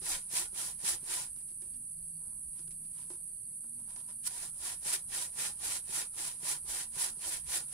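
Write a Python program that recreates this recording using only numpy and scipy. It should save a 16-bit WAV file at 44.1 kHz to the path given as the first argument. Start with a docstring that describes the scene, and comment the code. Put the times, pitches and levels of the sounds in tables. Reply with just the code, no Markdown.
"""Handsaw on a log, outdoors

Close to a stereo microphone, a handsaw cuts a hard log on a bench, rests with light knocks and scrapes,
is set into the cut again and saws on. The teeth tear fibres in a dense crackle that rings blade and
wood. Behind are an insect chorus, one nearer cricket and a far engine; a breeze brushes the microphone."""
import sys
import numpy as np
from scipy import signal
from scipy.fft import rfft, irfft, next_fast_len
from scipy.io import wavfile
from scipy.ndimage import uniform_filter1d

SR = 44100
rng = np.random.default_rng(int(sys.argv[2]) if len(sys.argv) > 2 else 0)


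def master_out(mix):
    """Clip the mix to full scale and print it as 16-bit PCM to the path in sys.argv[1]."""
    frames = np.transpose(np.atleast_2d(mix))
    ceiling = np.clip(frames, -1, 1)
    pcm = np.round(ceiling * 32767).astype(np.int16)
    wavfile.write(sys.argv[1], SR, pcm)


N = 340893
T = np.arange(N) / SR
SIZE = next_fast_len(N + 4096, True)
HZ = np.fft.rfftfreq(SIZE, 1 / SR)

# Table levels are relative; each source sets its own gain.
# far wash of the neighbourhood: (frequency [Hz], level [dB])
WASH_SPECTRUM = [(12, -35), (20, -0.5), (75, -13), (130, -4), (200, -9.5), (260, -16), (310, -22),
                 (500, -24), (1000, -32), (2000, -33.5), (4100, -39), (5300, -70)]
# far engine: (time [s], second order [Hz], its level [dB], third order level [dB])
ENGINE_ORDERS = [(0, 176, -65.5, -89), (.3, 182, -68, -84), (.45, 170, -72, -78), (1.3, 158, -83, -79),
                 (1.9, 162, -64, -74), (2.5, 162, -64, -71.5), (3.05, 160, -59.5, -71),
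                 (3.3, 156, -96, -80), (3.8, 154, -93, -65.5), (4.5, 156, -78.5, -75.5),
                 (5.2, 150, -79, -70), (7.73, 147, -68, -71)]
# breeze on the microphone: (time [s], level [dB])
BREEZE_LEVELS = [(0, -57), (1.1, -61.5), (1.7, -64.5), (2.4, -62), (3.7, -73.5), (4.5, -62), (5.6, -62),
                 (5.75, -52), (5.9, -61.5), (7.73, -61.5)]
# far insects: (frequency [Hz], level [dB])
CHORUS_SPECTRUM = [(2940, -71.5), (5000, -56.5), (5800, -40.5), (6080, -42), (6560, -42.5), (7180, -35.5),
                   (7610, -26), (7940, -18.5), (8570, -6), (9750, -2.5), (11100, -15.5), (12400, -28.5),
                   (15600, -47.5)]
# nearer cricket: ((frequency [Hz], width [Hz]), level [dB])
CRICKET_NOTE = (4560, 300), -76

# pulls and pushes in turn, a pull first:
# (middle [s], rise [s], hold [s], release [s], tooth pressure [dB], change across the hold [dB])
SAW_STROKES = [(0.105, 0.095, 0.0341, 0.12, -46, 1.5), (0.39, 0.074, 0.057, 0.08, -46, -6),
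               (0.639, 0.071, 0.099, 0.0715, -50.5, -4), (0.911, 0.1, 0.037, 0.06, -44.5, -7),
               (1.173, .12, 0.086, 0.084, -49.5, -3), (4.366, 0.037, 0.17, 0.069, -58, 6.5),
               (4.689, 0.11, 0.066, 0.06, -52, -1), (4.911, 0.085, 0.053, 0.0806, -46, 0),
               (5.188, 0.082, 0.0719, 0.1, -49.5, -2), (5.429, 0.078, 0.048, 0.094, -46.5, 1.3),
               (5.716, 0.091, 0.11, 0.051, -49.5, -3.9), (5.984, .13, 0.0322, 0.087, -47, 0),
               (6.235, 0.075, 0.077, 0.11, -51, -0.38), (6.489, 0.088, 0.046, 0.088, -48, 5.5),
               (6.761, 0.073, 0.11, 0.071, -51, -1), (7.031, 0.088, 0.047, 0.0902, -46, -3.5),
               (7.306, 0.1, 0.089, 0.077, -50, -1.5), (7.53, 0.0728, 0.03, .107, -45.5, 4.5),
               (7.805, 0.077, .07, .08, -48.5, -2.5)]
# the resting blade drags: (peak [s], rise [s], release [s], pressure [dB], wood's share [dB])
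REST_SCRAPES = [(1.418, 0.187, 0.03, -73.5, -11), (1.494, 0.061, .08, -74.5, -6),
                (1.626, 0.036, 0.102, -72.5, -1), (1.746, 0.065, .06, -76.5, -16),
                (2.25, .15, 0.46, -89.5, 13.5), (2.594, 0.094, 0.067, -68.5, -4.5),
                (2.712, 0.011, 0.0463, -67.5, -15), (2.848, .02, 0.04, -75, -5),
                (2.99, 0.136, 0.22, -70, -1), (3.104, .008, 0.077, -64.5, 0.5), (3.16, .08, .03, -78, 2.5),
                (3.646, .015, 0.11, -80, 5), (3.806, .06, 0.077, -78.5, 5),
                (3.904, 0.054, 0.108, -66.5, 2.45), (3.966, .008, .15, -68, 1.5),
                (4.1, 0.041, 0.062, -64.5, 0.5)]
# the blade slips into the cut: (rise [s], hold [s], release [s], pressure [dB])
SLIP_SHAPE = (0.0433, 0.0024, 0.01, -48)
# blade touching wood: (time [s], note level [dB], note [Hz], log level [dB], scuff level [dB])
BLADE_KNOCKS = [(1.362, -71, 345, -71, -65), (1.409, -72, 417, -77, -67), (1.511, -69, 354, -75, -80),
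                (1.620, -59, 370, -78, -61.5), (1.66, -68, 335, -81, -72), (2.212, -71, 449, -68, -80),
                (2.253, -78.5, 410, -68, -80), (2.593, -64, 337, -74, -63), (2.679, -67, 380, -69, -63.5),
                (2.708, -76.5, 330, -78, -62.5), (3.102, -50.5, 357, -50.5, -66),
                (3.137, -57, 354, -75, -78), (3.641, -67, 338, -62.5, -77), (3.793, -71, 975, -72, -75),
                (3.87, -75, 907, -75, -73), (3.962, -75, 991, -76, -55.5), (4.089, -79, 1014, -66, -78)]
# teeth catching as a stroke begins: (time [s], push level [dB], push [Hz], bench level [dB])
TOOTH_CATCHES = [(0.019, -56, 121, -59.5), (0.334, -49, 183, -59.5), (0.528, -51, 167, -65),
                 (0.838, -46.5, 199, -60.5), (1.029, -52, 250, -65), (4.858, -50, 178, -65),
                 (5.388, -53, 156, -69.5), (5.893, -48, 170, -61.5), (6.43, -47, 164, -61.5),
                 (6.645, -55.5, 218, -69), (6.965, -43.5, 138, -64), (7.169, -52, 164, -67.5),
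                 (7.48, -55, 135, -73.5)]
# tearing fibres: (frequency [Hz], level [dB])
RASP_SPECTRUM = [(150, -51), (250, -20), (337, -12.5), (400, -15.5), (887, -7), (953, -7), (1500, -5),
                 (1810, -6.5), (2810, -9), (7500, 1), (9750, -3), (16500, -120)]
# bright hiss of the toothed edge: (frequency [Hz], level [dB])
EDGE_SPECTRUM = [(4000, -9), (7000, -7), (8500, 3), (10500, 2.5), (12000, -11), (14000, -10.5),
                 (15700, -17)]
# steel plate: (frequency [Hz], width [Hz], level [dB])
PLATE_MODES = [(1457, 16.8, 1), (1877, 170, -4.5), (2415, 680, -4.5), (3102, 560, -7.5), (3680, 23, 1),
               (3947, 30, -4), (4880, 57, -5.5), (5862, 36, -8)]
# blade bending between handle and cut, at zero depth: (frequency [Hz], width [Hz], level [dB])
BENDING_MODES = [(135, 35, 12), (230, 40, 8), (325, 45, 10), (480, 50, 10)]
# log and bench: (frequency [Hz], width [Hz], level [dB])
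LOG_MODES = [(351.6, 12.5, 1.5), (545, 126, 0), (818.4, 27, 9.5), (960, 91, 3), (1395, 212, 0.5)]
BENCH_MODE, HOLLOW_MODE = (345, 25, 14), (965, 49, 12.9)  # same columns; driven by blade depth

# likeness of left and right: (frequency [Hz], coherence [0-1])
MIC_COHERENCE = [(30, 0.374), (130, 1), (300, 0.817), (640, 0.706), (1400, 0.153), (3000, 0.037),
                 (8000, 0.054)]
# colour of the microphone ports: (frequency [Hz], left minus right [dB])
MIC_BALANCE = [(60, 0.5), (130, 2), (290, -1.5), (640, 1), (3000, 0), (6500, 0), (8000, 5.5),
               (10500, -11.5), (12000, 2), (15000, -2.5)]

REST_S, SLIP_S = 1.3, 4.274  # the sawing stops; the blade slips back in
SHALLOW, DEEP = 0.1, 0.931  # blade depth after a pull and after a push (0-1)
FIRM_DB = -50  # tooth pressure of a firm stroke
WOOD_SLOPE, BRIGHT_SLOPE = -0.17, 0.045  # change of the wood's and the edge's share per dB of pressure


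def gain_of(db):
    """Decibels to a factor."""
    return 10 ** (np.asarray(db) / 20)


def evened(x):
    """Scales to rms 1."""
    return x / np.sqrt(np.mean(x ** 2) + 1e-20)


def on_bins(points, outside=None):
    """A spectrum table on every frequency bin."""
    hz, value = np.transpose(points)
    return np.interp(np.log(HZ + 1), np.log(hz + 1), value, outside, outside)


def on_samples(rows):
    """The columns of a time table on every sample."""
    times, *columns = np.transpose(rows)
    return [np.interp(T, times, column) for column in columns]


def filtered(x, gain):
    """Multiplies the spectrum by a gain."""
    return irfft(rfft(x, SIZE) * gain, SIZE)[..., :N]


def coloured(x, spectrum):
    """Gives x a spectrum; white noise keeps its rms."""
    gain = gain_of(on_bins(spectrum, -100))
    return filtered(x, gain / np.sqrt(np.mean(gain ** 2)))


def drift(rate_hz):
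    """Slow random wander of rms about 1."""
    step, draws = 32, 16384
    count = N // step + 2
    fade = np.exp(-(np.fft.rfftfreq(draws, step / SR) / rate_hz) ** 2)
    coarse = evened(irfft(rfft(rng.standard_normal(draws)) * fade)[:count])
    return np.interp(np.arange(N) / step, np.arange(count), coarse)


def ring(x, modes):
    """Sum of the fixed modes of a body."""
    return sum(gain_of(db) * signal.lfilter(*signal.iirpeak(hz, hz / width, SR), x)
               for hz, width, db in modes)


def gliding_mode(x, hz, width):
    """A resonance of gain 1 that follows the curve hz."""
    turn = np.exp(2j * np.pi * np.cumsum(hz) / SR)
    pole = np.exp(-np.pi * width / SR)
    return 2 * (turn * signal.lfilter([1 - pole], [1, -pole], x / turn)).real


def crackle(per_s, spread_db, length_s):
    """Two channels of noise in short random bursts of uneven size."""
    size = gain_of(spread_db * np.minimum(rng.exponential(1, N), 4))
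    size *= rng.random(N) < per_s / SR
    power = signal.lfilter([1], [1, -np.exp(-1 / (length_s * SR))], size ** 2)
    return evened(np.sqrt(power) * rng.standard_normal((2, N)))


def swell(middle, rise, hold, release, db, tilt_db=0):
    """Pressure of one contact: a sloping hold between rounded flanks of 30 dB."""
    early = np.maximum(middle - hold / 2 - T, 0) / rise
    late = np.maximum(T - middle - hold / 2, 0) / release
    slope = tilt_db * np.clip((T - middle) / max(hold, 1 / SR), -.5, .5)
    return gain_of(db + slope - 30 * (early + late) ** 1.5)


def at_microphone(x, left_lag_s=0):
    """Two signals become left and right, alike in the bass, apart in the treble."""
    same = np.clip(on_bins(MIC_COHERENCE), 0, 1)
    left = filtered(x[0], np.exp(-2j * np.pi * HZ * left_lag_s))
    right = filtered(x[0], same) + filtered(x[1], np.sqrt(1 - same ** 2))
    return np.array([left, right])


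def neighbourhood():
    """A low, nearly steady wash from far off."""
    return gain_of(-65 + drift(10)) * coloured(rng.standard_normal((2, N)), WASH_SPECTRUM)


def engine():
    """A distant engine drones on two wavering orders of its rotation."""
    second_hz, second_db, third_db = on_samples(ENGINE_ORDERS)
    turns = np.cumsum(second_hz / 2 + drift(7.18)) / SR
    return sum(gain_of(db - 1.5 + 4.6 * drift(4.9)) * np.sin(2 * np.pi * order * turns)
               for order, db in ((2, second_db), (3, third_db)))


def breeze():
    """Air rumbles unevenly on the microphone."""
    rumble = coloured(rng.standard_normal((2, N)), [(15, -1), (30, -12), (70, -4.5), (110, -29)])
    return gain_of(on_samples(BREEZE_LEVELS)[0] - 6.5 + 4 * drift(6)) * rumble


def insect_chorus():
    """Many far singers blur into a high hiss."""
    hiss = coloured(crackle(per_s=9000, spread_db=1, length_s=0.0005), CHORUS_SPECTRUM)
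    return gain_of(-44 + 0.22 * drift(13)) * hiss


def cricket():
    """One nearer cricket trills on the narrow note of its sharply tuned wing."""
    (hz, width), db = CRICKET_NOTE
    note = rng.standard_normal((2, N))
    for _ in range(3):
        note = ring(note, [(hz, width, 0)])
    trill_hz = 78 + 6.04 * drift(3.48)
    trill = 1 + 0.27 * np.cos(2 * np.pi * np.cumsum(trill_hz) / SR)
    return gain_of(db - 1.1 + 0.85 * drift(18)) * trill * evened(note)


def yard_echoes(x, rt60_s=0.058):
    """Sparse echoes from bench, ground and trees, dying quickly."""
    taps = np.zeros((2, 12000))
    delays = np.arange(200, 11980, 20) + rng.integers(0, 20, (2, 589))
    np.put_along_axis(taps, delays, rng.choice([-1., 1.], delays.shape), 1)
    taps *= gain_of(-60 * T[:12000] / rt60_s)
    return signal.fftconvolve(x, taps / np.linalg.norm(taps[0]), axes=1)[:, :N]


def blade_knocks():
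    """Each touch of the resting blade sounds a note, rubs the log modes and scuffs the steel."""
    notes, rub, scuff = np.zeros((3, N))
    t = T[:6000]
    for s, db, hz, log_db, scuff_db in BLADE_KNOCKS:
        at = round(s * SR) + np.arange(len(t))
        envelope = np.minimum(t / 0.003, 1) * np.exp(-t / 0.01081)
        notes[at] += gain_of(db + 1) * envelope * np.sin(2 * np.pi * hz * t)
        rub[at] += gain_of(log_db) * np.minimum(t / 0.0017, 1) * np.exp(-t / 0.0047)
        scuff[at] += gain_of(scuff_db) * np.exp(-t / 0.0025)
    grit = rng.standard_normal((2, N))
    log = gain_of(11.5) * ring(rub * grit, LOG_MODES)
    steel = gain_of(7) * coloured(scuff * grit, RASP_SPECTRUM)
    return notes + log + steel


def tooth_catches():
    """The teeth catch with a low push that knocks the bench."""
    thumps, t = np.zeros(N), T[:6000]
    for s, db, hz, bench_db in TOOTH_CATCHES:
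        push = gain_of(db + 4.5) * np.sin(2 * np.pi * hz * t) * t / 0.0052 * np.exp(-t / 0.0036)
        bench = gain_of(bench_db + 7) * np.sin(2 * np.pi * 390 * t) * np.exp(-t / 0.0075)
        thumps[round(s * SR):][:len(t)] += push + bench
    return thumps


def blade_depth():
    """The blade travels between deep and shallow on each stroke; the hand slows at the turns."""
    middle, rise, hold, release = np.transpose(SAW_STROKES)[:4]
    starts, ends = middle - hold / 2 - rise, middle + hold / 2 + release
    turns = np.maximum.accumulate(np.ravel([starts, ends], "F"))
    depth = np.interp(T, turns, np.resize([DEEP, SHALLOW, SHALLOW, DEEP], len(turns)))
    return uniform_filter1d(depth, size=4000)


def tooth_forces(depth):
    """How hard the strokes, scrapes and slip drive the steel, the wood and the bright edge."""
    snag = gain_of(0.96 * drift(35))  # the teeth snag and let go
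    touch = gain_of(-86) * ((T < REST_S) | (T > SLIP_S))  # they still touch at each turn
    press = snag * (sum(swell(*stroke) for stroke in SAW_STROKES) + touch)
    firmness = press / gain_of(FIRM_DB)
    slip = swell(SLIP_S, *SLIP_SHAPE)
    steel = press + slip
    wood = gain_of(FIRM_DB - 5 + 4 * (depth - .5)) * firmness ** (1 + WOOD_SLOPE) + gain_of(-11) * slip
    edge = gain_of(FIRM_DB - 3.5) * firmness ** (1 + BRIGHT_SLOPE) + gain_of(1) * slip
    for s, rise, release, db, wood_db in REST_SCRAPES:
        drag = snag * swell(s, rise, 0, release, db)
        steel += drag
        wood += gain_of(wood_db) * drag
        edge += gain_of(-12) * drag
    return steel, wood, edge


def saw_body(shake, depth):
    """The low voice of the cut: log, bench and the bending blade."""
    climb = 2 ** (2.314 * depth)  # the modes rise as the free length shortens
    bending = sum(gain_of(db) * gliding_mode(shake, hz * climb, width)
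                  for hz, width, db in BENDING_MODES)
    bench = ring(depth ** 2 * shake, [BENCH_MODE])  # a deep blade rocks the bench
    hollow = ring((1.1 - depth) ** 2 * shake, [HOLLOW_MODE])  # the tip rings the log
    return 1.48 * shake + bending + bench + hollow + ring(shake, LOG_MODES)


def handsaw(crossover_hz=1300):
    """Each torn fibre is a burst: the crackle rings wood below and steel above, topped by the edge."""
    depth = blade_depth()
    steel_force, wood_force, edge_force = tooth_forces(depth)
    fibres = coloured(crackle(per_s=2500, spread_db=-0.5, length_s=0.0016), RASP_SPECTRUM)
    rasp = steel_force * fibres
    # each plate mode wakes and dies as the kerf grips the steel
    plate = sum(ring(gain_of(3.47 * drift(24)) * rasp, [mode]) for mode in PLATE_MODES)
    lowpass = signal.butter(2, crossover_hz, fs=SR, output="sos")
    highpass = signal.butter(2, crossover_hz, "high", fs=SR, output="sos")
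    low = signal.sosfilt(lowpass, saw_body(wood_force * fibres, depth))
    high = signal.sosfilt(highpass, rasp + gain_of(6.5) * plate)
    edge = coloured(crackle(per_s=3900, spread_db=-2.5, length_s=0.00109), EDGE_SPECTRUM)
    edge *= gain_of(11 + 1.07 * drift(58)) * edge_force
    return gain_of(3.5) * low + gain_of(2.5) * high + edge


def scene():
    """The work at the bench up close, with its echoes, over the insects and the far sounds."""
    work = handsaw() + blade_knocks() + tooth_catches()
    direct = at_microphone(gain_of(2.5) * work, left_lag_s=7e-5)
    echoes = gain_of(-7.5) * yard_echoes(work)
    background = at_microphone(insect_chorus() + cricket() + neighbourhood() + breeze()) + engine()
    return background + echoes + direct


def record(dry, cutoff_hz=15784):
    """The microphone's two ports differ in colour, and the top treble is cut off."""
    ports = filtered(dry, gain_of(np.outer([.5, -.5], on_bins(MIC_BALANCE))))
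    lowpass = signal.firwin(1023, cutoff_hz, window=("kaiser", 9), fs=SR)
    return signal.oaconvolve(ports, lowpass[None], "same")


dry = scene()
out = record(dry)
master_out(out)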